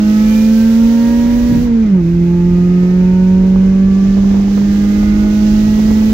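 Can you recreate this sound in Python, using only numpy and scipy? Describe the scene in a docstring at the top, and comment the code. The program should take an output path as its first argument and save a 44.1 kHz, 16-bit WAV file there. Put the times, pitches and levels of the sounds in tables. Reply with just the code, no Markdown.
"""Full throttle inside a supercharged car

A small four-cylinder engine climbs to its red line, stumbles, drops through a gear change and pulls
again. Its firings make the exhaust boom, the engine block shake and the panels sing. The blower whines,
the valves clatter, the intake hisses and the tyres rumble on the road. A draught flutters at the
microphone and, as the speed grows, flaps sharply."""
import sys
import numpy as np
from scipy import signal
from scipy.fft import rfft, irfft, next_fast_len
from scipy.io import wavfile
from scipy.ndimage import uniform_filter1d, minimum_filter1d, map_coordinates

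SR = 44100
rng = np.random.default_rng(int(sys.argv[2]) if len(sys.argv) > 2 else 0)


def unload_audio(sound):
    """Save the sound as a 16-bit wav file, at the path given as the first command line argument."""
    columns = np.transpose(np.atleast_2d(sound))
    # keep every value between -1 and 1, then stretch to whole-number steps
    steps = np.round(np.clip(columns, -1, 1) * 32767)
    wavfile.write(sys.argv[1], SR, steps.astype(np.int16))


N = 270333
TIME_S = np.arange(N) / SR
REFERENCE_HZ = 212.4  # the firing rate that faster and slower are counted from


def amp(db):
    """Turn decibels into a gain."""
    return 10 ** (np.asarray(db) / 20)


def unit(x):
    """Scale x to an average (rms) level of 1."""
    return x / np.sqrt(np.mean(x ** 2) + 1e-20)


def curves(rows):
    """Join a table's points with straight lines: one curve for each column after the time."""
    times, *columns = np.transpose(rows)
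    return [np.interp(TIME_S, times, column) for column in columns]


def wobble(rate):
    """A smooth random curve through `rate` random points a second."""
    return map_coordinates(rng.standard_normal(int(N * rate / SR) + 4), [np.arange(N) * rate / SR])


def swell(peak_s, width_s):
    """A bell-shaped rise to 1 and fall back to 0."""
    return np.exp(-.5 * ((TIME_S - peak_s) / width_s) ** 2)


def boost(hz, resonances):
    """The decibels a tone gains or loses as its pitch passes through resonances."""
    return sum(db * np.exp(-((hz - centre) / width) ** 2) for centre, width, db in resonances)


def filtered(x, response):
    """Scale each frequency in x by response(hz)."""
    size = next_fast_len(N + SR // 2)
    return irfft(rfft(x, size) * response(np.fft.rfftfreq(size, 1 / SR)), size)[..., :N]


def pan(left_db):
    """Left and right gains, with the left ear left_db louder than the right."""
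    return amp([[left_db / 2], [-left_db / 2]])


def rush(spectrum, alike):
    """Stereo noise of level 1, shaped by a spectrum; `alike` is the share both ears have in common."""
    pitches, *ears = np.transpose(spectrum)
    white = np.sqrt(alike) * rng.standard_normal(N) + np.sqrt(1 - alike) * rng.standard_normal((2, N))
    shaped = filtered(white, lambda hz: amp([np.interp(np.log(hz + 1), np.log(pitches), db)
                                             for db in ears]))
    return unit(shaped)


def engine_tone(phase, multiple, rough, left_lag=0):
    """A rough tone at a multiple of the firing rate; higher ones wander more between the ears."""
    ear_gap = multiple * -.06 + (multiple - 1) * (-.12 + .15 * wobble(0.93)) - left_lag
    angle = multiple * phase + rng.uniform(0, 2 * np.pi)
    return np.sqrt(2) * np.sin([angle + ear_gap / 2, angle - ear_gap / 2]) * (1 + rough * wobble(70))


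def cabin(x, fade_s, echo_db):
    """Close glass and trim give each ear its own quick echoes, which fall 60 dB in fade_s."""
    t = np.arange(SR // 8) / SR
    tail = rng.standard_normal((2, len(t))) * amp(-60 * t / fade_s)
    echoes = signal.fftconvolve(x[None], tail / np.linalg.norm(tail[0]), axes=1)[:, :N]
    return unit(x + amp(echo_db) * echoes)


# Engine speed: time_s, firing_hz
ENGINE_SPEED = [(0.0, 209.9), (0.55, 222.4), (1.0, 232.4), (1.33, 238.6), (1.46, 240.1), (1.52, 239.0),
                (1.57, 235.0), (1.64, 243.9), (1.69, 234.8), (1.83, 220.9), (1.92, 193.6), (2.03, 167.9),
                (2.15, 171.9), (2.4, 174.3), (3.0, 181.8), (4.0, 194.2), (5.0, 206.3), (6.13, 217.3)]

def firing_hz():
    """How often the cylinders fire: twice for each turn of the crankshaft."""
    return curves(ENGINE_SPEED)[0]


# Engine load: time_s, load_db
ENGINE_LOAD = [(.3, 2), (.55, 0), (1.55, -0.5), (1.62, -11.5), (1.76, -11), (1.88, -4.5), (2.1, -1),
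               (2.6, .4), (4.2, -1), (5, 1), (6.13, -1)]

def load_db():
    """How hard the engine pulls; the throttle closes for the gear change."""
    return curves(ENGINE_LOAD)[0]


# Exhaust tones: firing_multiple, base_level_db, db_per_load_db, roughness (0 to 1), left_minus_right_db
EXHAUST_TONES = [(4 / 4, -11.5, .2, 0.037, -2.35), (5 / 4, -35, .5, .13, -5), (6 / 4, -36, .7, .1, -5),
                 (8 / 4, -34, -0.33, .05, -1), (12 / 4, -46, .4, .074, -9), (16 / 4, -52, 0.98, .14, -12)]
# Standing waves in the pipe and cabin: firing_multiple, pitch_hz, width_hz, boost_db
PIPE_RESONANCES = [(4 / 4, 187.7, 13.8, 3.6), (4 / 4, 212, 3.4, 0.99), (4 / 4, 225.6, 11.6, 3.9),
                   (5 / 4, 236, 14, 4), (5 / 4, 267, 10, 3.5), (5 / 4, 281, 5, -6), (5 / 4, 294, 7.2, 7),
                   (6 / 4, 266, 8.1, 3.5), (6 / 4, 312, 12.5, 11.5), (6 / 4, 340, 14, -11.5),
                   (8 / 4, 347, 31.2, 13.7), (8 / 4, 422, 10, -4.5), (8 / 4, 459, 26, 3.3),
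                   (12 / 4, 558, 28, 9.5), (12 / 4, 633, 14, 6.8), (16 / 4, 856, 45, 7),
                   (16 / 4, 938, 35.5, 15)]
# Weak in-between tones from unequal cylinders: firing_multiple, base_level_db
UNEVEN_TONES = [(2 / 4, -37.5), (3 / 4, -37.5), (7 / 4, -43.5), (9 / 4, -50.5), (10 / 4, -51),
                (13 / 4, -56.5), (14 / 4, -58.5)]

def exhaust(phase):
    """The firings boom; each tone swells or cancels as its pitch crosses a standing wave."""
    firing, load = firing_hz(), load_db()
    surge_db = 3 * swell(peak_s=1.935, width_s=0.019)  # the clutch bites
    # At high revs a standing wave across the cabin delays the boom on the left.
    lag_rad = .019 * np.maximum(firing - REFERENCE_HZ, 0)
    boom = np.zeros((2, N))
    for multiple, base_db, per_load, rough, left_db in EXHAUST_TONES:
        resonances = [row[1:] for row in PIPE_RESONANCES if row[0] == multiple]
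        level_db = base_db + per_load * load + boost(multiple * firing, resonances)
        level_db += (multiple == 1) * surge_db + .3 * wobble(12)
        boom += amp(level_db) * engine_tone(phase, multiple, rough, lag_rad) * pan(left_db)
    uneven = sum(amp(base_db + .4 * load + 2.6 * wobble(3)) * engine_tone(phase, multiple, rough=.13)
                 for multiple, base_db in UNEVEN_TONES)
    return boom + uneven * pan(left_db=-5.5)


# Resonances of the blower's duct: pitch_hz, width_hz, boost_db
DUCT_RESONANCES = [(443, 22, 8), (525, 15, 9), (563, 28, 13.5)]

def blower(phase, multiple=2.38, base_db=-44):
    """The supercharger's belt-driven rotors whine through their duct, fading as the throttle closes."""
    level_db = base_db + 1.8 * load_db() + boost(multiple * firing_hz(), DUCT_RESONANCES)
    level_db += 0.91 * wobble(5.3)
    return amp(level_db) * engine_tone(phase, multiple, rough=0.071) * pan(left_db=-3.5)


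# Panel resonances: firing_multiple, pitch_hz, width_hz, base_level_db, left_minus_right_db
PANEL_RESONANCES = [(5, 872, 15, -38.5, -13.5), (5, 926, 24, -36, -13.5), (5, 1140, 40, -49.5, -5),
                    (6, 1165, 41, -43, -5), (6, 1235, 28, -44.5, -1.5), (6, 1285, 31, -42.5, 1),
                    (6, 1365, 60, -43.5, -7.5), (7, 1248, 30, -42, -8), (7, 1464, 39, -45.5, -9),
                    (7, 1568, 22, -39.5, -1.5), (7, 1655, 42, -44, -2.5), (8, 1480, 45, -48, -5),
                    (8, 1620, 30, -48, -6.5), (8, 1735, 45, -46, -3), (8, 1880, 53, -42.5, 3),
                    (9, 1745, 55, -47.5, -4), (9, 1826, 35, -49.5, -3.5), (9, 1925, 55, -44, -1.5),
                    (10, 1800, 45, -50, -2), (10, 2066, 48, -42.5, -6), (10, 2165, 65, -48.5, 6),
                    (11, 1965, 52, -45.5, -2.5), (11, 2405, 42, -41, -.5), (12, 2150, 39, -50, 1.5),
                    (12, 2810, 70, -50.5, -10), (13, 2380, 55, -49, -4), (13, 2735, 42, -46.5, -10.5),
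                    (14, 3040, 30, -45, -7.5)]

def panels(phase):
    """Dashboard and bulkhead panels sing in turn as high engine tones pass through their resonances."""
    firing = firing_hz()
    multiples = {row[0] for row in PANEL_RESONANCES}
    tones = {multiple: engine_tone(phase, multiple, rough=.15) for multiple in multiples}
    song = np.zeros((2, N))
    for multiple, pitch_hz, width_hz, base_db, left_db in PANEL_RESONANCES:
        off_pitch = (multiple * firing - pitch_hz) / width_hz
        song += amp(base_db) / (1 + off_pitch ** 2) ** 2 * tones[multiple] * unit(pan(left_db))
    return song * amp(load_db() + 1.2 * wobble(7))


# What gets through the bulkhead, the wall between engine and cabin: pitch_hz, relative_db
BULKHEAD_FILTER = [(700, -9), (1050, -9), (1500, -0.5), (1900, -3.5), (2500, -7), (3000, -9.5), (3500, -12)]

def engine_block(phase, base_db=-44.5):
    """Each firing shakes the engine block: many faint, closely spaced tones come through the bulkhead."""
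    cycle = phase / 4  # all four cylinders fire once per cycle
    harmonics = np.arange(17, 68)
    # Whole multiples of the firing rate are strongest, then the halves, then the quarters.
    sizes = np.where(harmonics % 4 == 0, 1, np.where(harmonics % 2 == 0, amp(-3.5), amp(-5)))
    shake = sum(size * np.sin(harmonic * cycle + rng.uniform(0, 2 * np.pi)) * (1 + 0.7 * wobble(50))
                for harmonic, size in zip(harmonics, sizes))
    pitches, gains_db = np.transpose(BULKHEAD_FILTER)
    through_wall = filtered(shake, lambda hz: amp(np.interp(hz, pitches, gains_db)))
    ring = cabin(through_wall, fade_s=.08, echo_db=7.5)
    return amp(base_db + .6 * load_db()) * ring * pan(left_db=-1.5)


# Tone colour of the valve clatter: pitch_hz, left_relative_db, right_relative_db
VALVE_SPECTRUM = [(400, -16, -16.5), (775, -4.5, 2.5), (1300, -2.8, 1.5), (1900, 0.5, -1.5),
                  (2360, -4, -1.5), (2680, -11, -7.5), (4070, -13.5, -9.5), (6000, -36.5, -35.5)]

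def valves(base_db=-40):
    """The valves clatter, a noise that grows with engine speed and load."""
    level_db = base_db + 0.1284 * (firing_hz() - REFERENCE_HZ) + 0.23 * load_db()
    return amp(level_db + 0.45 * wobble(9.2)) * rush(VALVE_SPECTRUM, alike=0.21)


# Loudness of the air being drawn in: time_s, hiss_db, fizz_db
INTAKE_LEVELS = [(0, -36, -43), (.3, -33.6, -36.7), (1.35, -37, -41.2), (1.47, -36, -39.3),
                 (1.65, -39, -43), (1.7, -45.5, -57.5), (1.87, -44.5, -56), (1.95, -49, -58),
                 (2.05, -46.5, -55), (2.55, -44, -52.5), (3.87, -44, -55.5), (4.03, -40.5, -53),
                 (4.85, -37, -44), (5.28, -38, -45.5), (5.48, -34.5, -42), (6.13, -35.5, -40)]
# Tone colours of the hiss and the higher fizz: pitch_hz, left_relative_db, right_relative_db
HISS_SPECTRUM = [(1500, -27, -7.5), (2860, -14, -0.5), (4200, -10.5, -1), (5100, -22, 0.5),
                 (6500, -24, -0.5), (7170, -28.5, -5.5), (8100, -29, -15.5), (9500, -38.5, -30)]
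FIZZ_SPECTRUM = [(5000, -27.5, -30), (7500, -14, -2.5), (9000, -16, -4), (10500, -9, -2.5), (12000, 0, -1),
                 (14000, -4.5, 2.5), (15600, 3, -3)]

def intake():
    """Air rushing into the engine hisses and fizzes; its swirls make both flicker together."""
    hiss_db, fizz_db = curves(INTAKE_LEVELS)
    swirl_db = 0.51 * wobble(15)
    hiss = amp(hiss_db + swirl_db) * rush(HISS_SPECTRUM, alike=0.059)
    fizz = amp(fizz_db + 1.8 * swirl_db) * rush(FIZZ_SPECTRUM, alike=.03)
    return hiss + fizz


# Rough stretches of road: peak_s, boost_db, width_s
ROAD_BUMPS = [(1.38, 3.5, 0.15), (1.69, 6, .055), (5.22, 3.2, .12)]
# Tone colour of the rumble: pitch_hz, left_relative_db, right_relative_db
TYRE_SPECTRUM = [(15, -27, -28), (28, -13.5, -7.5), (41.4, 4.5, 2.5), (57.6, -3, -1), (82, -5.5, -5),
                 (112, -11, -10.5), (208, -14, -9), (298, -18.5, -16.5), (450, -30, -21),
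                 (700, -39.5, -32.5), (1100, -46, -39.5), (2500, -68.5, -68.5), (8000, -120, -120)]

def tyres(start_db=-26.5, rise_db_per_s=1.09):
    """The road rumbles unevenly through the floor, louder over bumps and as the car gathers speed."""
    bumps_db = sum(boost_db * swell(peak_s, width_s) for peak_s, boost_db, width_s in ROAD_BUMPS)
    level_db = start_db + rise_db_per_s * TIME_S + bumps_db + 1.1 * wobble(13)
    return amp(level_db) * rush(TYRE_SPECTRUM, alike=0.94)


# Strength of the draught: time_s, relative_db
DRAUGHT_LEVELS = [(0, -43), (1.4, -37), (2.4, -40.5), (3.9, -36.5), (4.35, -32), (4.75, -37.5), (5.5, -39),
                  (5.9, -32)]
# Tone colour of the draught: pitch_hz, left_relative_db, right_relative_db
DRAUGHT_SPECTRUM = [(40, -8, -12), (119, -6, 2.5), (345, -3, 2), (566, -3, -6.5), (1050, -15, -15),
                    (1980, -30.5, -34.5), (5000, -62.5, -60), (9000, -120, -120)]

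def draught(gain_db=1.5):
    """Swirling air flutters on each side of the microphone separately."""
    flutter = unit(amp(3.6 * np.array([wobble(90), wobble(90)]) + 1.5 * wobble(9)))
    strength = amp(curves(DRAUGHT_LEVELS)[0] + gain_db) * flutter
    return strength * pan(left_db=-7.5) * rush(DRAUGHT_SPECTRUM, alike=0.24)


# Exhaust thuds around the gear change: peak_s, level_db, width_s
THUD_EVENTS = [(1.502, -18, 0.024), (1.564, -14, 0.028), (1.632, -18, 0.018), (1.86, -24.5, 0.018)]
# Tone colour of a thud: pitch_hz, left_relative_db, right_relative_db
THUD_SPECTRUM = [(50, -17, -18), (110, -1.5, -6), (170, 2.5, 5.5), (260, 4, -6), (397, -21, -21.5),
                 (1005, -48, -43), (6000, -120, -120)]

def thuds():
    """Ragged firings thud at the red line, and once more as the next gear takes up."""
    strength = sum(amp(level_db) * swell(peak_s, width_s) for peak_s, level_db, width_s in THUD_EVENTS)
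    return strength * rush(THUD_SPECTRUM, alike=0.86)


# Strong flaps of the draught: start_s, relative_peak_db, left_minus_right_db
FLAP_EVENTS = [(2.905, -25, -2), (3.558, -19, -14), (3.63, -24.5, -8.5), (4.168, -23, -9), (4.309, -22, -9),
               (4.34, -23.5, -12.5), (4.366, -20.5, -9), (4.479, -25, -7), (4.575, -20, -22.5),
               (4.615, -22.5, -5), (5.03, -20, 9), (5.247, -25, -2), (5.79, -22, -6), (5.905, -18.5, -11),
               (6.02, -23.5, -.5)]
# Tone colour of a flap: pitch_hz, left_relative_db, right_relative_db
FLAP_SPECTRUM = [(40, -11, -6.5), (150, -3, 1.5), (400, 5, 4), (800, -6, -6.5), (1300, -17.5, -13),
                 (2200, -30, -31), (5000, -61.5, -60), (9000, -120, -120)]

def flaps(gain_db=1.5, rise_s=0.0027):
    """The draught slaps the microphone in sharp puffs that die away quickly."""
    strength = np.zeros((2, N))
    for start_s, peak_db, left_db in FLAP_EVENTS:
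        age = np.maximum(TIME_S - start_s, 0) / rise_s
        strength += amp(peak_db + gain_db) * age * np.exp(1 - age) * unit(pan(left_db))
    return strength * rush(FLAP_SPECTRUM, alike=0.075)


def scene():
    """One slightly wavering firing rhythm drives the engine; road, draught and thuds join it."""
    phase = 2 * np.pi * np.cumsum(firing_hz()) / SR + 0.042 * wobble(40)
    tones = exhaust(phase) + blower(phase) + panels(phase) + engine_block(phase)
    pulse = unit(1 + 0.09 * np.cos(phase))  # valve and intake noise throb with each firing
    return tones + pulse * (valves() + intake()) + tyres() + draught() + thuds() + flaps()


def record(dry, ceiling=.95, top_hz=15830):
    """A quick limiter turns down the highest peaks, then everything above top_hz is cut."""
    needed_gain = np.minimum(1, ceiling / (np.abs(dry).max(axis=0) + 1e-9))
    smooth_gain = uniform_filter1d(minimum_filter1d(needed_gain, size=500), size=400)
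    return filtered(dry * smooth_gain, lambda hz: hz < top_hz)


dry = scene()
out = record(dry)
unload_audio(out)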